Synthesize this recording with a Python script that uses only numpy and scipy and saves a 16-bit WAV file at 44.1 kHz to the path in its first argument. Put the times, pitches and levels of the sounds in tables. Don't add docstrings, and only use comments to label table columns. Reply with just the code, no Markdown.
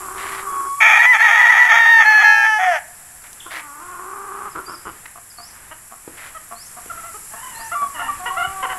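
import sys
import numpy as np
from scipy import signal
from scipy.fft import rfft, irfft, next_fast_len
from scipy.io import wavfile
from scipy.ndimage import uniform_filter1d, minimum_filter1d, map_coordinates

SR = 44100
rng = np.random.default_rng(int(sys.argv[2]) if len(sys.argv) > 2 else 0)


def waveform_to_disk(signal):
    frames = np.transpose(np.atleast_2d(signal))
    scaled = np.clip(frames, -1, 1) * 32767
    samples = np.round(scaled).astype(np.int16)
    wavfile.write(sys.argv[1], SR, samples)


N = 387198

# (time [s], length [s], first, middle, last pitch [Hz], first, last level [dB],
# roughness [0-1])
GROWLS = [(0, 0.7, 382, 391, 385, -33, -31.5, 0.93), (3.53, 0.32, 337, 287, 318.5, -42, -38.5, 0.32),
          (3.79, .21, 325.5, 370, 342, -39.5, -33, 0.43), (3.98, .52, 360.7, 394, 390, -35.5, -30, 0.715)]
WHINES = [(.46, .36, 1140, 1105, 1154, -26, -28, 0.019), (7.745, 0.14, 1170, 1148, 1103, -19.5, -23, 0.041),
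          (8.08, 0.047, 1215, 1157, 1120, -14.5, -24.5, 0.078),
          (8.3, 0.032, 1140, 1080, 1100, -20.5, -22, .06)]
MOANS = [(6.915, 0.067, 347, 330, 295, -51, -44, .1), (7.94, 0.2, 324, 268, 274, -35, -36.5, 0.13),
         (8.19, .62, 364, 382.4, 369, -32.5, -30.5, .2)]
FAR_CROW = [(7.3, 0.13, 860, 886, 950, -47, -40, 0.54), (7.42, 0.11, 980, 1026, 925, -35.5, -43, 0.37),
            (7.52, 0.214, 925, 897, 873, -40, -39.5, 0.26), (7.94, .16, 968, 904, 985, -32.5, -31.5, 0.46)]
# (frequency [Hz], gain [dB])
GROWL_THROAT = [(200, -14.5), (380, -7.5), (620, -19), (830, -8), (1120, 3.5), (1450, -4.5), (1900, -21),
                (2500, -24.5), (6000, -59)]
WHINE_THROAT = [(600, -14), (1150, 17), (1700, -37), (2300, -11.5), (3400, -16), (5000, -99)]
HEN_THROAT = [(250, -11.5), (550, -16.5), (720, 6.5), (900, -10), (1150, 6), (1500, -9), (2500, -18.5),
              (5000, -37)]
FAR_THROAT = [(500, -10), (1000, 3), (1400, 7), (1800, 2.5), (2400, -19), (2950, 0), (3600, -37),
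              (6000, -55)]

# (time [s], level [dB])
DUCKED_HISS_LEVELS = [(0, -36.5), (.8, -36), (.9, -38), (2, -43), (3.2, -41), (5.6, -43.5), (6.4, -41.5),
                      (7.3, -36.5), (8.2, -37.5)]
DUCKED_NOISE_LEVELS = [(0, -41.5), (.8, -47.5), (.95, -55.5), (2.6, -48), (5.5, -49), (8.78, -40.5)]
# (frequency [Hz], gain [dB])
INSECT_SPECTRUM = [(3500, -20.5), (5500, -8), (6600, -8.5), (7200, 3.5), (7900, 2.5), (8700, -0.5),
                   (10000, 0.5), (11300, 5.5), (12400, -10.5), (15500, -22)]
LOW_NOISE_SPECTRUM = [(20, 2.5), (130, -3), (250, -9.5), (500, -12), (750, -7), (1700, -3), (2500, -10),
                      (4000, -21), (8000, -38)]
RUSTLE_SPECTRUM = [(200, -41), (600, -9), (2000, 2), (2800, -8), (6000, -21), (12000, -28)]
# (time [s], length [s], level [dB])
RUSTLES = [(0.137, 0.31, -33), (3.23, .05, -44.5), (3.496, 0.12, -30.5), (5.055, 0.011, -33.5),
           (5.551, 0.018, -49), (6.154, 0.16, -39.5)]
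# (time [s], length [s], first, last pitch [Hz], level [dB])
WHISTLES = [(.17, 0.12, 4300, 6760, -62), (3.402, 0.013, 3600, 2460, -40), (4.511, .025, 5300, 4600, -46),
            (4.647, 0.1, 4580, 6000, -46), (4.739, .025, 5300, 4600, -43), (5.299, 0.024, 5070, 4600, -49),
            (5.362, .14, 4360, 6250, -42.5), (6.546, .14, 4170, 6900, -45.5),
            (7.543, 0.16, 3990, 7000, -43.5)]

# (time [s], length [s], first, middle, last pitch [Hz],
# first, last level [dB], roughness [0-1], opening rasp level [dB], rasp decay time [s])
HIGH_NOTES = [(.801, 0.26, 950, 945, 957, -16, -9.5, 0.66, -8, 0.13),
              (1.03, .14, 912, 1000, 807, -8.5, -11, 0.082, -25, .02),
              (1.18, .51, 953, 960, 943, -10.5, -11.5, 0.52, -13, 0.89),
              (1.675, .365, 913.4, 923.5, 893.5, -13, -6, 0.12, -6.5, 0.12),
              (2.035, 0.21, 868, 858.6, 853, -8.5, -11.5, 0.078, -20, 0.65),
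              (2.22, 0.26, 849, 833, 815, -9, -17.5, 0.082, -24, 0.091)]
LOW_NOTES = [(.81, 1.44, 432, 447.6, 424.4, -25, -19.5, 0.0991, -31, 1.5),
             (2.222, .385, 443.5, 442, 425, -11.5, -16.5, 0.082, -38, .3),
             (2.579, 0.22, 367, 357.4, 262, -18.5, -13.5, 0.21, -14.5, .15)]
# (frequency [Hz], gain [dB])
HIGH_THROAT = [(500, -32.5), (850, -6.5), (1300, -18), (1700, 4), (2200, 7.5), (2550, -12.5), (3000, -26.5),
               (3400, -61), (3680, -15.5), (3950, -43), (4250, -17.5), (4900, -40.5), (6200, -26),
               (8000, -52), (15000, -38)]
LOW_THROAT = [(330, -54), (480, -41), (620, -6), (730, 11), (880, -5.5), (1080, -17), (1320, -10.5),
              (1760, 2), (2200, -15), (3080, -17.5), (3700, -41.5), (6000, -24), (8000, -57), (15000, -50)]
RASP_THROAT = [(350, -44), (550, -28.5), (730, 0.5), (900, -3.5), (1050, -13.5), (1250, 1), (1550, -5),
               (1830, 4), (2400, -4), (2800, -22), (3400, -8.5), (4100, -74), (5100, -30), (5700, -27),
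               (6700, -19), (7700, -59), (15000, -40)]

# (time [s], peak level [dB], centre frequency [Hz], decay time [s])
TAPS = [(3.33, -26, 7140, 0.0033), (6.077, -23.5, 337, 0.0057), (6.861, -28, 500, 0.00077),
        (8.473, -32, 70, .012)]
# (time [s], length [s], first, last pitch [Hz], level [dB], roughness [0 = smooth],
# beak opening [0-1])
CLUCKS = [(3.454, 0.044, 352, 330, -37.5, 0.67, 0.06), (4.542, 0.078, 377.6, 343, -29.5, 1, 0.02),
          (4.666, 0.093, 393, 317, -32.5, 0.8, 0), (4.848, 0.056, 392, 339.3, -31, 1.21, 0.17),
          (5.708, 0.03, 299, 320, -35.5, 0.3, 0.71), (6.344, 0.041, 656, 606, -34, 0.03, 0.4),
          (6.896, 0.027, 720, 612, -28, 0, 0.1), (6.97, 0.04, 683, 652, -34.5, 0.14, 0.28),
          (7.02, 0.096, 662, 670, -37, 0, 0.4), (7.138, 0.036, 411, 424, -36, 0.07, 0.15),
          (7.713, 0.041, 669, 694, -23, 0.22, 0.29), (7.987, 0.044, 698, 700, -26, 0.41, 0.37),
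          (8.253, 0.046, 479, 476, -23, 0.2, 0.69), (8.359, 0.08, 682, 691.4, -21, 0.17, 0.37),
          (8.415, 0.054, 712, 725, -22, 0.18, 0.39), (8.623, 0.04, 533.5, 465, -20.5, 0.34, 0.5),
          (8.688, 0.051, 518, 451, -25, 0.44, 0.72)]
# (frequency [Hz], gain [dB])
BEAK_SHUT = [(200, -2), (400, 1), (520, -2.5), (720, -9.5), (900, -1), (1150, 7.5), (1400, 8),
             (1900, -16.5), (3000, -21.5), (8000, -55)]
BEAK_OPEN = [(200, -26), (720, 4), (1000, -2), (1450, 4), (2000, 1), (2450, -19), (2950, 1.5), (3600, -34),
             (8000, -38)]
# (time [s], level [dB])
TUKS = [(5.15, -42.5), (5.377, -40.5), (5.905, -41.5), (6.507, -35), (6.761, -38.5), (7.03, -46),
        (7.328, -38.5), (7.585, -41.5), (7.812, -32.5)]

NOTE_ATTACK_S, NOTE_RELEASE_S = .027, .036


def undb(db):
    return 10 ** (np.asarray(db) / 20)


def unit(x):
    return x / np.sqrt(np.mean(x ** 2) + 1e-18)


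def envelope(levels):
    return undb(np.interp(np.arange(N) / SR, *np.transpose(levels)))


def add(out, start, x):
    i = int(np.clip(start * SR, 0, N))
    out[i:i + len(x)] += x[:N - i]


def wander(n, rate):
    steps = rng.standard_normal(n + 4)[:int(n * rate / SR) + 4]
    return 2 * np.tanh(map_coordinates(steps, [np.arange(n) * rate / SR], order=3) / 2)


def colour(x, response):
    size = 2 * next_fast_len(len(x) // 2 + 2048)
    hz, db = np.transpose(response)
    bin_hz = np.maximum(np.arange(size // 2 + 1) * SR / size, 1)
    gain = undb(np.interp(np.log(bin_hz), np.log(hz), db))
    cepstrum = irfft(np.log(gain))
    cepstrum[1:size // 2] *= 2
    cepstrum[size // 2 + 1:] = 0
    return irfft(rfft(x, size) * np.exp(rfft(cepstrum)))[:len(x)]


def swell(n, edge):
    return signal.windows.tukey(n, edge)


def gate(t, length, attack_s, release_s):
    return np.clip(np.minimum(t / attack_s, (length - t) / release_s), 0, 1)


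def phrase(shape, attack_s=NOTE_ATTACK_S, release_s=NOTE_RELEASE_S):
    length, first_hz, middle_hz, last_hz, first_db, last_db = shape
    t = np.arange(int(length * SR)) / SR
    progress = t / length
    arc = np.polyfit([0, .5, 1], [first_hz, middle_hz, last_hz], 2)
    gain = undb(first_db + (last_db - first_db) * progress) * gate(t, length, attack_s, release_s)
    return t, np.polyval(arc, progress), gain


def syrinx(hz, rough, jitter, shimmer_db, breath, flutter_hz):
    n = len(hz)
    phase = 2 * np.pi * np.cumsum(hz * (1 + jitter * rough * wander(n, flutter_hz))) / SR
    harmonics = int(.45 * SR / hz.max())
    pulses = unit(sum(np.cos(k * phase) for k in range(1, harmonics + 1)))
    doubling = 1 + .5 * rough * np.cos(phase / 2)
    puffs = breath * rough ** 2 * (1 + np.cos(phase)) * rng.standard_normal(n)
    shimmer = undb(shimmer_db * rough * wander(n, flutter_hz))
    return (pulses * doubling + puffs) * shimmer


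def long_calls(calls, throat, waver=.01955):
    out = np.zeros(N)
    for start, *shape, rough in calls:
        t, hz, gain = phrase(shape, attack_s=.012, release_s=.022)
        hz = hz * (1 + waver * rough * wander(len(t), 14))
        source = syrinx(hz, rough, jitter=.098, shimmer_db=4, breath=.5, flutter_hz=326.2)
        add(out, start, unit(colour(source, throat)) * gain)
    return out


def insects():
    hiss = unit(colour(rng.standard_normal(N), INSECT_SPECTRUM))
    throb = undb(-.5 + .67 * wander(N, 120))
    return hiss * throb * envelope(DUCKED_HISS_LEVELS)


def low_noise():
    noise = unit(colour(rng.standard_normal(N), LOW_NOISE_SPECTRUM))
    drift = undb(1.7 * wander(N, 5.7))
    return noise * drift * envelope(DUCKED_NOISE_LEVELS)


def rustles():
    out = np.zeros(N)
    for start, length, db in RUSTLES:
        n = int(length * SR)
        grains = rng.standard_normal(n) * undb(3.7 * wander(n, 498))
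        add(out, start, unit(colour(grains, RUSTLE_SPECTRUM)) * swell(n, .4) * undb(db))
    return out


def small_bird():
    out = np.zeros(N)
    for start, length, first_hz, last_hz, db in WHISTLES:
        n = int(length * SR)
        progress = np.linspace(0, 1, n)
        glide_hz = first_hz + (last_hz - first_hz) * progress ** 1.5
        hz = glide_hz * (1 + .013 * wander(n, 149))
        gain = swell(n, .3) * undb(db + 7.1 * wander(n, 78) - 2.1 * progress)
        add(out, start, np.sin(2 * np.pi * np.cumsum(hz) / SR) * gain)
    return out


def crow(slips_per_s=36, flare_db=1.5):
    slip = wander(N, slips_per_s)
    return high_side(slip) + low_side() + rasp() * undb(flare_db * slip)


def high_side(slip, waver=.0027, throb_hz=112, scoop_s=.035, lock_s=.037):
    out = np.zeros(N)
    for start, *shape, rough, _, _ in HIGH_NOTES:
        t, hz, gain = phrase(shape)
        scoop = .18 * rough * np.exp(-t / scoop_s)
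        rough = np.clip(rough + .38 * np.exp(-t / lock_s), 0, 1)
        slack = rough * slip[int(start * SR):][:len(t)]
        hz = hz * (1 - scoop - .03 * slack + waver * wander(len(t), 40.4))
        throb_rate = throb_hz * (1 + .2 * wander(len(t), 30))
        throb = rough * np.sin(2 * np.pi * np.cumsum(throb_rate) / SR)
        source = syrinx(hz * (1 + .04 * throb), rough, jitter=.04, shimmer_db=4, breath=.08, flutter_hz=90)
        voiced = colour(source * (1 - .7 * throb), HIGH_THROAT)
        add(out, start, unit(voiced * undb(-5 * slack)) * gain)
    return out


def rasp(shrill_db=8, shrill_s=.23):
    begin, end = HIGH_NOTES[0][0], LOW_NOTES[-1][0] + LOW_NOTES[-1][1]
    t = np.arange(begin, end, 1 / SR)
    pulse_hz = np.full(len(t), float(LOW_NOTES[0][2]))
    for start, *shape, _, _, _ in LOW_NOTES:
        age, hz, _ = phrase(shape)
        pulse_hz = np.where(t < start, pulse_hz, np.interp(t - start, age, hz))
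    pulse_hz *= 1 + .055 * wander(len(t), 35)
    rattle = syrinx(pulse_hz, rough=1, jitter=.055, shimmer_db=3.5, breath=.08, flutter_hz=220)
    rattle *= undb(2.2 * wander(len(t), 45))
    voiced = colour(rattle, RASP_THROAT)
    shrill = colour(voiced, [(1900, -15), (2400, 11), (2900, -10.5)])
    shrill *= undb(shrill_db) * np.exp(-(t - begin) / shrill_s)
    out = np.zeros(N)
    add(out, begin, unit(voiced + shrill) * rasp_envelope(t))
    return out


def rasp_envelope(t, crack_db=-4.5, crack_s=.017, lead_s=.02):
    power = 0
    for k, (start, length, *_, db, decay_s) in enumerate(HIGH_NOTES + LOW_NOTES):
        age = np.maximum(t - start, 0)
        attack_s = .041 if k else .011
        power += (undb(db) * np.exp(-age / decay_s) * gate(age, length, attack_s, NOTE_RELEASE_S)) ** 2
    for start, length, *_, last_db, _, _, _ in HIGH_NOTES:
        crack_time = start + length - lead_s
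        power += undb(last_db + crack_db) ** 2 * np.exp(-((t - crack_time) / crack_s) ** 2)
    return np.sqrt(power)


def low_side(waver=.0027):
    out = np.zeros(N)
    for start, *shape, rough, _, _ in LOW_NOTES:
        t, hz, gain = phrase(shape)
        hz = hz * (1 + waver * wander(len(t), 25))
        source = syrinx(hz, rough, jitter=.035, shimmer_db=5, breath=0, flutter_hz=130)
        add(out, start, unit(colour(source, LOW_THROAT)) * gain)
    return out


def taps():
    out = np.zeros(N)
    t = np.arange(SR // 10) / SR
    for start, db, hz, decay_s in TAPS:
        burst = rng.standard_normal(len(t)) * np.exp(-t / decay_s)
        tap = colour(burst, [(hz / 4, -14), (hz, 0), (hz * 4, -18), (hz * 20, -45)])
        add(out, start, tap / np.abs(tap).max() * undb(db))
    return out


def clucks(arch=.063):
    out = np.zeros(N)
    for start, length, first_hz, last_hz, db, rough, opening in CLUCKS:
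        n = int(length * SR)
        hz = np.linspace(first_hz, last_hz, n) * (1 + arch * (swell(n, 1) - .5))
        source = syrinx(hz, rough, jitter=.123, shimmer_db=5.5, breath=.5, flutter_hz=342.6)
        voiced = (1 - opening) * colour(source, BEAK_SHUT) + opening * colour(source, BEAK_OPEN)
        add(out, start, unit(voiced) * swell(n, .45) * undb(db))
    return out


def tuks(length_s=.0454, first_hz=215, last_hz=250):
    out, n = np.zeros(N), int(length_s * SR)
    hz = np.linspace(first_hz, last_hz, n)
    fade = swell(n, .54) * np.exp(-1.3 * np.linspace(0, 1, n))
    for start, db in TUKS:
        source = syrinx(hz, rough=.81, jitter=.09, shimmer_db=6, breath=.5, flutter_hz=300)
        add(out, start, unit(colour(source, HEN_THROAT) * fade) * undb(db))
    return out


def yard(x, wet_db, t60_s=.31, delay_s=.012):
    t = np.arange(SR) / SR
    tail = rng.standard_normal(len(t)) * undb(-60 * t / t60_s) * (t > delay_s)
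    tail = colour(tail, [(2000, 0), (12000, -14)]) / np.sqrt(np.sum(tail ** 2))
    return x + undb(wet_db) * signal.fftconvolve(x, tail)[:N]


def scene():
    rooster = yard(crow(), wet_db=-14, t60_s=.35)
    rooster = yard(rooster, wet_db=-30, t60_s=2)
    flock = long_calls(GROWLS, GROWL_THROAT) + long_calls(MOANS, HEN_THROAT)
    flock += long_calls(WHINES, WHINE_THROAT) + clucks() + tuks() + rustles() + taps()
    distant = long_calls(FAR_CROW, FAR_THROAT) + yard(small_bird(), wet_db=1, t60_s=.5)
    birds = rooster + yard(flock, wet_db=-7.5) + yard(distant, wet_db=-1.5)
    return (birds + insects() + low_noise())[None]


def record(dry, window_s=.003, cutoff_hz=15550):
    size = int(window_s * SR)
    allowed_gain = 1 / np.maximum(np.abs(dry), 1)
    gain = uniform_filter1d(minimum_filter1d(allowed_gain, size), size)
    lowpass = signal.ellip(10, .1, 80, cutoff_hz, fs=SR, output="sos")
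    return signal.sosfilt(lowpass, dry * gain)


dry = scene()
out = record(dry)
waveform_to_disk(out)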